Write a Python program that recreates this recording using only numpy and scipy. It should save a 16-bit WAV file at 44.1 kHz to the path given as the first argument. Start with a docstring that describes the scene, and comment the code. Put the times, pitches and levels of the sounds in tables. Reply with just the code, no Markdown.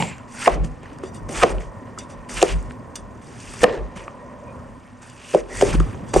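"""A wide cleaver slices mushrooms on a thick wooden board in a home kitchen.
Fan hum and room noise run throughout; at first a scrape dies away among squeaks and taps.
Seven strokes follow: filtered noise hisses and crunches, wet flesh squeaks in gliding narrow bands,
then the edge knocks the board modes and the counter shudders at its lowest mode.
Between them slices drop and brush, and the steel ticks and sings in its own modes."""
import sys
import numpy as np
from scipy import signal
from scipy.fft import rfft, irfft, next_fast_len
from scipy.io import wavfile

SR = 44100
rng = np.random.default_rng(int(sys.argv[2]) if len(sys.argv) > 2 else 0)


def log_audio(samples):
    """Write samples as a 16-bit WAV file to the path given in sys.argv[1]."""
    # one column per channel
    frames = np.atleast_2d(samples).T
    # limit to full scale, then quantise
    limited = np.clip(frames, -1, 1)
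    pcm = np.round(limited * 32767).astype(np.int16)
    wavfile.write(sys.argv[1], SR, pcm)


N = 273420
TIME_S = np.arange(N) / SR

# edge meets wood, heel first: blow_s, thud_db, thud_hz, ring_db, hardness_db_per_octave (about 500 Hz),
# damping (factor on mode t60), touch_db, touch_lead_s, crack_db, rattle_db, thud_rise_s, thud_t60_s
KNOCKS = [(0.4757, 5.5, 646, -11, 9, 0.78, -18, .006, -19, -22.5, 0.0017, 0.021),
          (1.4334, 1, 642, -6.5, 8.5, 0.81, -12, .0085, -11, -15.5, 0.0031, 0.021),
          (2.4263, 2.5, 591, -4.5, 0, 0.71, -15, .009, -2.5, -19.5, 0.0014, 0.018),
          (3.639, -4.5, 473, -11, 10.5, 0.8, -11, .0075, -9, -18, 0.0023, 0.029),
          (5.347, 6, 480, -11.5, -13, 1.2, -28, .0075, -28, -23, 0.00098, 0.023),
          (5.6233, 5, 486, -15.5, -18, 0.89, -17.5, .008, -20, -31, 0.0013, 0.019),
          (6.161, 5.5, 480, -1.5, -6, 0.45, -22, .008, -28, -18.5, 0.0012, 0.02)]
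# background levels: start_s, room_db, hiss_db, rustle_db, board_murmur_db
ROOM = [(0, -39, -68, -60, -71), (.21, -43, -81, -64, -57), (.7, -43.5, -66, -61, -47),
        (1.2, -36.5, -76, -73, -48), (1.7, -41, -77, -72, -51), (2.2, -40.5, -82, -60, -51),
        (2.8, -39.5, -83, -77, -50.5), (3.2, -42, -83, -67, -50), (3.85, -43, -83, -57.5, -44),
        (4.2, -44, -80, -64.5, -52.5), (4.6, -40, -67, -66, -61), (4.9, -46, -76, -61, -67),
        (5.44, -51.5, -62, -59, -46.5), (5.7, -31, -46, -51, -34.5), (6.2, -36, -72, -59, -58)]


def amp(db):
    """dB to gain."""
    return 10 ** (np.asarray(db) / 20)


def rms_one(x):
    """Scales to rms 1."""
    return x / np.sqrt(np.mean(x ** 2) + 1e-20)


def in_time(rows):
    """Interpolates each column over time, one value a sample."""
    start_s, *columns = np.transpose(rows)
    return [np.interp(TIME_S, start_s, column) for column in columns]


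def at_hz(points, hz):
    """Reads a spectrum on a log frequency axis."""
    point_hz, value = np.transpose(points)
    return np.interp(np.log(hz), np.log(point_hz), value)


def drift(rate_hz):
    """Slow random curve of rms 1: noise through two poles at rate_hz, every 40 samples."""
    r = np.exp(-80 * np.pi * rate_hz / SR)
    slow = signal.lfilter([1], [1, -2 * r, r * r], rng.standard_normal(N // 40 + 2002))[2000:]
    return np.interp(np.arange(N) / 40, np.arange(len(slow)), rms_one(slow))


def ring(force, hz, t60_s):
    """Two-pole resonator: a unit click starts a decaying sine of height 1."""
    r, w = amp(-60 / (t60_s * SR)), 2 * np.pi * hz / SR
    return signal.lfilter([0, np.sin(w)], [1, -2 * r * np.cos(w), r * r], force + 1e-18)


def resonance(noise, hz, width_hz):
    """Noise through one resonance of the given bandwidth, rms 1."""
    return rms_one(ring(noise, hz, np.log(1000) / (np.pi * width_hz)))


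def swell(force, hz, t60_s):
    """Lasting contact: a mode swells over a cycle or two before it decays."""
    rise_s = 1.66 / hz
    return ring(ring(force, hz, rise_s), hz, t60_s) * 2 * np.log(1000) / (rise_s * SR)


def clicks(seconds, sizes):
    """A train of one-sample clicks."""
    out = np.zeros(N)
    at = np.clip(np.round(np.asarray(seconds) * SR).astype(int), 0, N - 1)
    np.add.at(out, at, sizes)
    return out


def arch(start_s, length_s):
    """Envelope that swells and fades."""
    return np.sqrt(np.abs(np.sin(np.pi * np.clip((TIME_S - start_s) / length_s, 0, 1))))


def contour(seconds, levels_db, quiet_db=-80):
    """Gain that rises out of quiet through the given levels and falls back."""
    return amp(np.interp(TIME_S, seconds, [quiet_db, *levels_db, quiet_db]))


def bandpass(x, low_hz, high_hz):
    """Butterworth bandpass."""
    return signal.sosfilt(signal.butter(2, [low_hz, high_hz], "band", fs=SR, output="sos"), x)


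def contact_noise(low_hz):
    """Bright noise of a hard contact."""
    return bandpass(rng.standard_normal(N), low_hz, 12000)


def coloured(spectrum, patchy_db, rate_hz, grain_db, grain_samples):
    """Gritty stereo noise in third-octave bands, each flickering on its own; rms 1."""
    # stereo image: band_hz, left_right_likeness (1 = same)
    likeness = [(60, 1), (250, 0.7), (700, 0.07), (1400, 0.13), (2200, 1), (7000, 1), (8500, 1),
                (10000, 0.89)]
    low_end, high_end = np.array(spectrum)[[0, -1], 0]
    edges = low_end * 2 ** np.arange(0, np.log2(high_end / low_end) + 1 / 3, 1 / 3)
    edges = edges[edges < .42 * SR]
    grains = np.minimum(rng.exponential(1, N // grain_samples + 1), 3.5)
    grit = amp(grain_db * np.repeat(grains, grain_samples)[:N])
    white, out = rng.standard_normal((2, 2, N)) * grit, 0
    for k, (low, high) in enumerate(zip(edges, edges[1:])):
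        mid, side = bandpass(white[k % 2], low, high)
        hz = np.sqrt(low * high)
        alike = np.clip(at_hz(likeness, hz), -1, 1)
        gain = amp(at_hz(spectrum, hz) + patchy_db * drift(rate_hz))
        out = out + gain * (np.sqrt(1 + alike) * mid + np.sqrt(1 - alike) * side * [[1], [-1]])
    return rms_one(out)


def room_tone(shake):
    """Broad room noise, louder with each shudder, and fan noise in narrow resonances."""
    # noise shape: band_hz, level_db_per_hz (relative)
    tone_spectrum = [(38, -12), (65, 3), (110, 8), (153, 2), (242, 3), (408, -10.5), (453, -10), (571, -5),
                     (718, -13), (1020, -11.5), (1490, -21), (2510, -57), (3820, -88), (6170, -35.5),
                     (9570, -56), (12400, -12), (21100, -120)]
    # fan resonances: pitch_hz, width_hz, level_db (before fan_db)
    hum_modes = [(99.5, 7.3, -65.5), (123, 21, -61.5), (246.8, 5.8, -51.5), (1014, 105, -52.5),
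                 (1450, 300, -65.5), (1850, 69, -63), (2300, 330, -72)]
    # fan over time: start_s, fan_db, drone_db
    fan_levels = [(0, 2.5, -58), (.9, 2.5, -53), (1.6, 5.5, -47), (2.2, 4.5, -49), (3.0, 5, -48.5),
                  (3.4, 1, -67), (4.0, 5, -47), (4.4, 4, -44), (4.62, 5, -45.5), (4.82, -1.5, -59.5),
                  (6.2, 3, -47)]
    drone_hz, drone_width_hz, hum_waver_db, rumble_db = 560, 87, 1.5, -27
    hum = 0
    for hz, width_hz, level_db in hum_modes:
        gain = amp(level_db + hum_waver_db * drift(2))
        hum = hum + gain * resonance(rng.standard_normal(N), hz, width_hz)
    fan_db, drone_db = in_time(fan_levels)
    drone = amp(drone_db) * resonance(rng.standard_normal(N), drone_hz, drone_width_hz)
    room_gain = np.hypot(amp(in_time(ROOM)[0]), amp(rumble_db) * shake)
    noise = coloured(tone_spectrum, patchy_db=3.0, rate_hz=28, grain_db=-1.8, grain_samples=16)
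    return room_gain * noise + amp(fan_db) * hum + drone


def earlier_scrape():
    """The tail of a scrape: noise in a few broad resonances, fading from the start."""
    # resonances: pitch_hz, width_hz, level_db_per_hz (relative)
    scrape_modes = [(185, 50, 6.5), (450, 480, -15.5), (900, 300, -10), (2340, 190, -10.5),
                    (2730, 280, -14), (4360, 2700, -31.5), (7100, 250, -18), (7480, 160, -17),
                    (9600, 250, -18)]
    start_db, t60_s = -19.5, 0.4
    noise = rng.standard_normal(SR)
    sound = sum(amp(db) * np.sqrt(width_hz) * resonance(noise, hz, width_hz)
                for hz, width_hz, db in scrape_modes)
    fade = amp(start_db - 60 * np.arange(SR) / SR / t60_s)
    return np.pad(rms_one(sound) * fade, (0, N - SR))


def squeaks():
    """Wet flesh squeaks and groans on steel and wood: narrow gliding noise, gritty as it catches."""
    # start_s, length_s, start_hz, end_hz, width_hz, level_db
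    squeak_rows = [(0, 0.053, 894, 800, 150, -35), (0.031, 0.11, 2350, 2300, 350, -40),
                   (.05, 0.066, 7500, 8000, 400, -44), (.37, 0.032, 1005, 1800, 150, -47),
                   (0.396, 0.051, 2200, 2600, 1200, -36), (0.416, 0.032, 1286, 1500, 100, -36),
                   (0.441, 0.019, 1410, 2500, 400, -30.5), (0.455, 0.017, 2300, 1700, 500, -29),
                   (0.48, .03, 810, 440, 200, -27), (.49, .08, 2870, 3100, 200, -47),
                   (1.339, 0.11, 2300, 2400, 895, -33.5), (1.36, .07, 1110, 1400, 300, -36),
                   (1.415, 0.027, 2800, 2600, 600, -28.5), (1.44, .025, 604, 390, 150, -23.5),
                   (2.351, 0.061, 2500, 2700, 900, -32.5), (2.355, 0.06, 1513, 1550, 500, -37),
                   (2.462, 0.086, 2690, 2460, 600, -34), (3.404, 0.29, 2800, 2600, 600, -51.5),
                   (3.643, 0.16, 1885, 1770, 200, -41), (3.648, 0.12, 1023, 980, 100, -37),
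                   (3.648, 0.031, 402, 360, 60, -29), (3.684, 0.095, 578.5, 540, 60, -30.5),
                   (3.703, 0.073, 450, 410, 60, -30), (3.653, .13, 1450, 1400, 500, -43),
                   (3.648, 0.16, 2780, 2600, 200, -52), (4.466, 0.073, 2460, 2400, 25, -57),
                   (5.157, 0.19, 2500, 3000, 500, -48), (5.295, .055, 2950, 2400, 400, -44),
                   (5.355, 0.065, 2150, 1950, 400, -43.5), (5.494, 0.16, 1896, 2000, 90, -38.5),
                   (5.654, 0.078, 2500, 2700, 900, -33.5), (5.722, .045, 1609, 1300, 499.6, -35.5),
                   (5.745, 0.016, 2800, 3000, 800, -35)]
    grit_db = 2
    out = np.zeros(N)
    for start_s, length_s, start_hz, end_hz, width_hz, level_db in squeak_rows:
        at, n = round(start_s * SR), round(length_s * SR)
        r = np.exp(-np.pi * width_hz / SR)
        real, imag = rng.standard_normal((2, SR // 2))[:, :n + 2000]
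        band = signal.lfilter([np.sqrt(1 - r * r)], [1, -r], real + 1j * imag)[2000:]
        phase = 2 * np.pi * np.cumsum(np.geomspace(start_hz, end_hz, n)) / SR
        envelope = amp(level_db) * np.sqrt(np.sin(np.pi * np.arange(n) / n))
        out[at:at + n] += envelope * (band * np.exp(1j * phase)).real   # shifts the band to its pitch
    return out * rms_one(amp(grit_db * drift(150)))


def taps():
    """Slices drop and the blade taps wood: a noise puff through a broad resonance."""
    # start_s, peak_db, pitch_hz, t60_s (floored at 3 ms)
    tap_rows = [(.002, -15.5, 865, 0.054), (0.023, -12.5, 2440, 0.0027), (0.0243, -11, 2270, 0.017),
                (0.0218, -26, 1450, 0.0052), (.024, -16, 3220, 0.004), (.023, -12, 912, 0.035),
                (0.182, -30, 1650, 0.009), (0.199, -31, 1310, 0.005), (0.46, -12.5, 2020, 0.022),
                (.461, -15.5, 2800, 0.021), (.469, -17, 1900, .008), (.473, -5.5, 623, 0.05),
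                (.479, -16, 2000, .01), (.477, -5, 1080, 0.025), (0.556, -21, 160, 0.046),
                (0.645, -19, 156, 0.058), (.833, -24, 1400, .006), (.858, -32, 1900, .008),
                (0.987, -33, 1090, 0.012), (1.035, -20, 370, .06), (1.035, -25, 1080, 0.0054),
                (1.291, -22, 1060, 0.0069), (1.293, -25.5, 2010, 0.0095), (1.292, -25.5, 250, 0.052),
                (1.416, -18, 1310, 0.018), (1.421, -11, 1240, 0.03), (1.431, -9, 590, 0.033),
                (1.459, -24, 500, 0.014), (1.478, -21, 900, 0.011), (1.583, -28.5, 2800, 0.0024),
                (1.620, -30.5, 1980, 0.0041), (1.977, -24, 1300, 0.016), (2.294, -26, 2010, .006),
                (2.305, -28, 1310, 0.0089), (2.417, -8.5, 2800, 0.0023), (2.709, -29, 1440, 0.004),
                (2.709, -32, 2490, .003), (2.958, -24, 12500, 0.0097), (3.607, -23, 2300, 0.008),
                (3.632, -3, 490, .05), (3.643, -2, 462, 0.027), (3.641, -7, 1750, 0.012),
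                (3.640, -6, 880, 0.012), (3.679, -14, 450, 0.024), (3.696, -22, 560, 0.055),
                (3.712, -23, 465, 0.082), (3.742, -22.5, 547, 0.048), (3.961, -27, 188, 0.11),
                (4.080, -18.5, 1160, 0.011), (4.080, -27, 1980, 0.0034), (5.339, -14, 480, 0.064),
                (5.38, -17.5, 480, 0.1), (5.348, -22, 1600, 0.0068), (5.347, -28, 3200, .004),
                (5.354, -17, 200, 0.028), (5.611, -14.5, 2160, .008), (5.612, -17, 2920, 0.0073),
                (5.612, -10, 990, 0.0079), (5.626, -17, 1610, .008), (5.632, -7.5, 407, 0.063),
                (5.663, -16, 420, 0.1), (5.672, -18, 430, 0.045), (5.67, -25, 1200, .015),
                (5.739, -21, 1070, .015), (5.742, -9.5, 173, 0.04), (5.751, -12, 314, 0.023),
                (5.755, -27, 560, 0.018), (5.765, -32, 1250, .008), (5.801, -30, 2900, 0.0044),
                (5.802, -14.5, 1250, 0.012), (5.803, -14, 360, 0.043), (6.097, -40, 1020, 0.0092),
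                (6.14, -7, 855, 0.0026)]
    out, t = np.zeros(N), np.arange(3000) / SR
    noises = rng.standard_normal((len(tap_rows), 3000))
    for (start_s, peak_db, hz, t60_s), noise in zip(tap_rows, noises):
        puff = noise * np.exp(-t / 0.00061)
        sound = ring(ring(puff, hz, max(t60_s, .003)), hz, 0.66 / hz)
        at = round(start_s * SR)
        out[at:at + 3000] += (amp(peak_db) * sound / abs(sound).max())[:N - at]
    return out


def kitchen(x):
    """Room echo: eight feedback delays a side, duller on every round."""
    t60_s, wall_cut_hz = .35, 1200
    size = next_fast_len(N + SR)
    spectrum, w = rfft(x, size), 2 * np.pi * np.arange(size // 2 + 1) / size
    dull = 1 / (1 + 1j * w * SR / (2 * np.pi * wall_cut_hz))
    out = np.zeros((2, size // 2 + 1), complex)
    for k, lag in enumerate(np.round(rng.uniform(0.0088, .03, 16) * SR)):
        loop = amp(-60 * lag / SR / t60_s) * dull * np.exp(-1j * w * lag)
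        out[k % 2] += loop / (1 - loop) * (-1) ** (k // 2)
    return irfft(out * spectrum, size)[:, :N]


def cutting():
    """Gains of hiss, crunch and drag: pressure of strokes and brushes over the background rustle."""
    # one a knock: entry_s, full_pressure_s, exit_s, hiss_db at entry, full pressure, after blow,
    # crunch_db at entry, full pressure, blow, after blow, drag_db before blow, after blow
    strokes = [(0.281, 0.418, 0.55, -55.5, -32, -42.5, -64, -38.5, -23.5, -38.5, -75, -31),
               (1.289, 1.365, 1.52, -44, -31, -40, -53, -35, -16.5, -38, -36.5, -29.5),
               (2.292, 2.397, 2.525, -37, -33, -35.5, -47.5, -40, -25.5, -38.5, -42, -36.5),
               (3.217, 3.546, 3.7, -56, -40.5, -61, -60, -48.5, -15, -40, -65, -33),
               (5.147, 5.307, 5.405, -61, -41.5, -43, -67, -52.5, -35, -47, -77, -51),
               (5.486, 5.565, 5.71, -51.5, -33, -33, -58, -43.5, -30.5, -42, -42, -29),
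               (6.136, 6.128, 6.32, -30, -35, -30.5, -42, -28, -59, -37, -21, -26)]
    # slices and fingers brush steel and wood: start_s, length_s, hiss_db, crunch_db, drag_db
    brushes = [(.004, 0.11, -35, -45, -34), (0.112, 0.12, -59, -46, -67), (0.563, 0.11, -74, -51, -27.5),
               (0.644, 0.033, -42.5, -46, -34), (0.83, 0.33, -75, -51.5, -62),
               (1.037, 0.047, -47, -46.5, -38), (1.147, 0.051, -43, -71, -53),
               (1.525, 0.12, -50, -50, -29.5), (1.605, 0.078, -45.5, -48, -37),
               (1.873, 0.063, -62, -53, -47), (1.988, 0.061, -40, -46, -40),
               (2.101, 0.047, -45.5, -49.5, -55), (2.533, 0.19, -46, -48.5, -41),
               (2.702, 0.048, -52, -51, -60), (2.961, 0.056, -43, -50, -50), (3.619, 0.026, -26, -35, -31),
               (3.77, 0.12, -81, -62, -28), (3.963, 0.14, -44.5, -43, -44), (5.02, 0.32, -48.5, -52.5, -63),
               (5.731, 0.049, -31, -33.5, -45), (5.782, 0.3, -62, -47.5, -56),
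               (6.089, 0.052, -47, -56, -44)]
    entry_rise_s, exit_fall_s, blow_lag_s = 0.011, .04, .004
    burst_rise_s, burst_fall_s, hiss_burst_db = 0.026, 0.00097, 6
    brush_rise_s, brush_fade_db, brush_fall_s = 0.025, -17.5, 0.033
    hiss, crunch, drag = amp(in_time(ROOM)[1:])
    for knock, stroke in zip(KNOCKS, strokes):
        entry, full, leave, hiss_in, hiss_push, hiss_out = stroke[:6]
        crunch_in, crunch_push, crunch_blow, crunch_out, drag_in, drag_out = stroke[6:]
        blow = knock[0] + blow_lag_s
        s = np.maximum.accumulate([entry - entry_rise_s, entry, full, blow - burst_rise_s, blow,
                                   blow + burst_fall_s, leave, leave + exit_fall_s])
        hiss_db = [hiss_in, hiss_push, hiss_push, hiss_push + hiss_burst_db, hiss_out, hiss_out]
        crunch_db = [crunch_in, crunch_push, crunch_push, crunch_blow, crunch_out, crunch_out]
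        drag_db = [drag_in, drag_in, drag_in, drag_in, drag_out, drag_out]
        hiss = np.hypot(hiss, contour(s, hiss_db))
        crunch = np.hypot(crunch, contour(s, crunch_db))
        drag = np.hypot(drag, contour(s, drag_db))
    for start, length, hiss_db, crunch_db, drag_db in brushes:
        end = start + length
        s = [start - brush_rise_s, start, end, end + brush_fall_s]
        shape = contour(s, [0, brush_fade_db], quiet_db=-40)
        hiss = np.hypot(hiss, amp(hiss_db) * shape)
        crunch = np.hypot(crunch, amp(crunch_db) * shape)
        drag = np.hypot(drag, amp(drag_db) * shape)
    return hiss, crunch, drag


def tearing():
    """Fibres tear in grains: random snaps of uneven size, each ringing a few cycles at one of 12 pitches."""
    tears_per_s, ring_cycles = 800, 14
    torn = rng.random(N) < tears_per_s / SR
    sizes = amp(4 * np.minimum(rng.exponential(1, N), 3)) * torn
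    pitches_hz, dealt = np.geomspace(900, 3000, 12), rng.integers(0, 12, N)
    return rms_one(sum(ring(sizes * (dealt == k), hz, ring_cycles / hz)
                       for k, hz in enumerate(pitches_hz)))


def shaking():
    """Gain of the counter's motion: a Gaussian swell after blows and when the arm shifts."""
    # peak_s, level_db, length_s (four standard deviations)
    shudders = [(.01, -48, 0.079), (0.54, -22, 0.068), (0.618, -17, 0.1), (0.713, -32, 0.085),
                (.86, -51, .1), (1.25, -33.5, 0.09), (1.396, -28, 0.075), (1.562, -22, .14),
                (1.684, -32, 0.049), (2.194, -41, 0.09), (2.382, -31.5, 0.13), (2.558, -18, 0.13),
                (2.665, -34.5, 0.11), (3.043, -41.5, 0.13), (3.502, -44, 0.12), (3.627, -31, 0.05),
                (3.7, -40, 0.072), (3.83, -26.5, 0.13), (4.014, -45, 0.16), (4.707, -48, 0.12),
                (5.426, -40, 0.17), (5.607, -32.5, 0.18), (5.684, -26, 0.045), (5.725, -23, 0.022),
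                (5.798, -12, 0.13), (6.204, -17, 0.12)]
    return sum(amp(db) * np.exp(-.5 * ((TIME_S - peak_s) / (length_s / 4)) ** 2)
               for peak_s, db, length_s in shudders)


def shudder(shake):
    """Lowest counter mode, pitch wavering, weak overtone; things on the counter rattle along."""
    mode_hz, rattle_hz, rattle_db, tremor_db = 46.5, 160, -12.5, -60
    phase = 2 * np.pi * np.cumsum(mode_hz * (1 + 0.034 * drift(28))) / SR
    tone = np.sqrt(2) * (np.sin(phase) + 0.13 * np.sin(2 * phase))
    rattle = amp(rattle_db) * rms_one(ring(rng.standard_normal(N), rattle_hz, 0.13))
    return (shake + amp(tremor_db)) * (tone + rattle)   # a faint tremor never stops


def blade(hiss):
    """Steel modes: flicked by snapping fibres, rubbed by sliding slices, sung softly along the hiss."""
    # fibres snap: start_s, peak_db, t60_s (floored at 2 ms), ring_db (re peak)
    ticks = [(0.182, -36.5, 0.011, -27), (0.647, -30.5, 0.02, -27), (0.833, -38, 0.005, -33),
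             (0.858, -48, .006, -15), (0.931, -44, 0.0067, -13), (0.986, -34, 0.0088, -32),
             (1.037, -32, 0.0068, -19), (1.291, -24, 0.013, -21), (1.987, -22.5, 0.022, -14),
             (2.419, -16, 0.011, -35), (2.627, -32, .008, -32), (2.699, -39, 0.0053, -33),
             (2.72, -31.5, 0.0054, -31), (2.956, -21, 0.039, -11), (3.402, -33, .008, -12),
             (3.634, -8.5, 0.016, -52), (5.099, -34, 0.011, -15), (5.613, -11, 0.0087, -42),
             (5.8, -26.5, 0.024, -16), (6.14, -9.5, 0.0083, -22)]
    # slices slide: start_s, length_s, level_db
    rubs = [(1.044, 0.049, -54.5), (1.147, 0.038, -59), (2.002, 0.038, -56), (2.118, 0.024, -60),
            (2.946, 0.068, -78), (3.223, 0.047, -70), (6.06, 0.1, -56), (5.84, 0.079, -62)]
    # free modes: pitch_hz, level_db (halved in the song), t60_s (undamped)
    blade_modes = [(2126, -16, .1), (2885, -6, .07), (3450, -7, .09), (3660, -10, .08), (4745, -5, .08),
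                   (5220, -14, .06), (5900, -3, .09), (6620, -11, .06), (7063, -10, .05), (7440, -11, .06),
                   (7830, -9, .05), (8430, -13, .05), (8745, -4, .11), (9190, -13, .05)]
    sing_db, sing_damping = -9, .3   # re hiss; flesh shortens t60 by this factor
    snaps, rub = np.zeros(N), np.zeros(N)
    for start_s, peak_db, t60_s, _ in ticks:
        decay = amp(peak_db - 60 * np.abs(TIME_S - start_s) / max(t60_s, .002))
        snaps += decay * (TIME_S >= start_s)
    for start_s, length_s, level_db in rubs:
        rub += amp(level_db) * arch(start_s, length_s)
    tick_s, peak_db, _, ring_db = np.transpose(ticks)
    scatter_db = rng.normal(0, 2.5, (len(ticks), len(blade_modes)))
    noise = rng.standard_normal(N)
    song = rms_one(sum(amp(db / 2) * rms_one(ring(noise, hz, sing_damping * t60_s))
                       for hz, db, t60_s in blade_modes))
    out = snaps * contact_noise(5300) + amp(sing_db) * hiss * song
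    for k, (hz, level_db, t60_s) in enumerate(blade_modes):
        flick = clicks(tick_s, amp(peak_db + ring_db + scatter_db[:, k]))
        rubbing = rub * noise / np.sqrt(t60_s * SR / 25)   # evens out long and short modes
        out += amp(level_db) * ring(flick + rubbing, hz, t60_s)
    return out


def knocks(drag):
    """Blows: heel touch, broad thud, board modes, crack; drag and rattle scrape the same modes."""
    # board modes: pitch_hz, level_db, t60_s (before damping)
    board_modes = [(250, -22.5, 0.028), (335.5, -12.5, 0.17), (396, 2, 0.072), (432, -2, 0.062),
                   (480, 0.5, 0.069), (565, 3.5, 0.026), (603, -4.5, 0.033), (708, -2.5, 0.05),
                   (771, -7, 0.05), (1080, -8, 0.033), (1240, -17.5, 0.054), (1750, -25, 0.004),
                   (2180, -49, 0.11), (2800, -60, 0.024)]
    rattle_t60_s, crack_t60_s, scrape_damping = 0.12, 0.0084, 0.82
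    thud_sag, thud_sag_s = .45, 0.0032   # thud starts high by this share, sags to its pitch
    out, pressure, t = np.zeros(N), drag.copy(), np.arange(SR // 2) / SR
    scatter_db = rng.normal(0, 1.5, (len(KNOCKS), len(board_modes)))
    noise = contact_noise(1500)
    for row, chance_db in zip(KNOCKS, scatter_db):
        blow_s, thud_db, thud_hz, ring_db, hard_db, damping = row[:6]
        touch_db, lead_s, crack_db, rattle_db, rise_s, thud_t60_s = row[6:]
        lead = round(lead_s * SR)
        at = round(blow_s * SR) - lead
        touch, blow = (t == 0) * amp(touch_db), (t == t[lead])
        since = np.maximum(t - t[lead], 0)
        cycles = thud_hz * (since + thud_sag * thud_sag_s * (1 - np.exp(-since / thud_sag_s)))
        envelope = amp(thud_db - 60 * since / thud_t60_s) * (1 - np.exp(-since / rise_s))
        sound = envelope * np.sin(2 * np.pi * cycles)
        for k, (hz, level_db, t60_s) in enumerate(board_modes):
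            blow_gain = amp(ring_db + hard_db * np.log2(hz / 500) + chance_db[k])
            force = blow * blow_gain + touch * (hz < 900)   # the touch is too soft for high modes
            sound += (-1) ** k * amp(level_db) * swell(force, hz, t60_s * damping)
        after = t - t[lead] - .001   # crack and rattle come 1 ms after the blow
        sound += (after >= 0) * amp(crack_db - 60 * after / crack_t60_s) * noise[:len(t)]
        noise = np.roll(noise, len(t))
        out[at:at + len(t)] += sound[:N - at]
        rattle = (after >= 0) * amp(rattle_db - 60 * after / rattle_t60_s)
        pressure[at:at + len(t)] += rattle[:N - at]
    scrape = rng.standard_normal(N) * amp(1.5 * drift(50))
    scraped = rms_one(sum(amp(db) * rms_one(ring(scrape, hz, scrape_damping * t60_s))
                          for hz, db, t60_s in board_modes))
    return out + pressure * scraped


def scene():
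    """Mixes board with its room echo, steel, flesh, counter and room."""
    # noise shapes: band_hz, level_db_per_hz (relative)
    hiss_spectrum = [(1760, -9.5), (3000, -4.5), (3310, -36.5), (3640, -12), (4010, -24.5), (5290, -0.5),
                     (6150, -2), (6710, -5.5), (7660, -8), (8810, 0.5), (9570, 6.5), (12400, -32.5),
                     (21100, -120)]
    crunch_spectrum = [(410, -28), (700, -4), (1030, 17), (1170, 2), (1480, 11), (2560, 8.5), (3040, 3),
                       (4020, -7), (4200, 10.5), (5460, -29), (9240, -120)]
    kitchen_db, tear_db = -19, 2   # tear_db re crunch noise
    hiss, crunch, drag = cutting()
    steel = blade(hiss)
    hiss = hiss * coloured(hiss_spectrum, patchy_db=3.0, rate_hz=59, grain_db=2.0, grain_samples=24)
    crunch_noise = coloured(crunch_spectrum, patchy_db=3.0, rate_hz=41, grain_db=1.5, grain_samples=64)
    crunch = crunch * (crunch_noise + amp(tear_db) * tearing())
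    wood = knocks(drag) + taps() + earlier_scrape()
    # the wood sounds and their echo carry no deep bass
    wood = signal.sosfilt(signal.butter(2, 140, "high", fs=SR, output="sos"), wood)
    board = wood + amp(kitchen_db) * kitchen(wood)
    shake = shaking()
    return board + steel + squeaks() + hiss + crunch + shudder(shake) + room_tone(shake)


def record(dry):
    """Two microphone ports differ in phase and level; treble drops, peaks clip, the top is cut."""
    # band_hz, left_minus_right_db
    port_balance = [(60, 0), (110, -1), (210, -0.5), (390, 1), (740, -2), (1390, -0.5), (2600, -0.5),
                    (4870, 0.0), (9120, 0.0)]
    # band_hz, left_lead_rad
    port_lead = [(40, -1.3), (260, 0.4), (520, 0.1), (780, 0.77), (1030, 0.84), (1640, 0), (3100, 0.1),
                 (7490, 0), (7920, 0.8), (8870, -1), (9300, -1.7), (10000, -3), (11000, 0.5)]
    drop_hz, drop_db, cutoff_hz = 9710, -18.5, 16000
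    hz = np.arange(N // 2 + 1) * SR / N + 1e-3
    drop = amp(drop_db / (1 + (drop_hz / hz) ** 40))
    left_right = np.array([[1], [-1]])   # each port takes half the difference
    phase = np.exp(.5j * at_hz(port_lead, hz) * left_right)
    balance = amp(.5 * at_hz(port_balance, hz) * left_right)
    ports = np.clip(irfft(rfft(dry) * drop * phase * balance, N), -1, 1)
    return signal.sosfilt(signal.cheby2(12, 70, cutoff_hz, fs=SR, output="sos"), ports)


dry = scene()
out = record(dry)
log_audio(out)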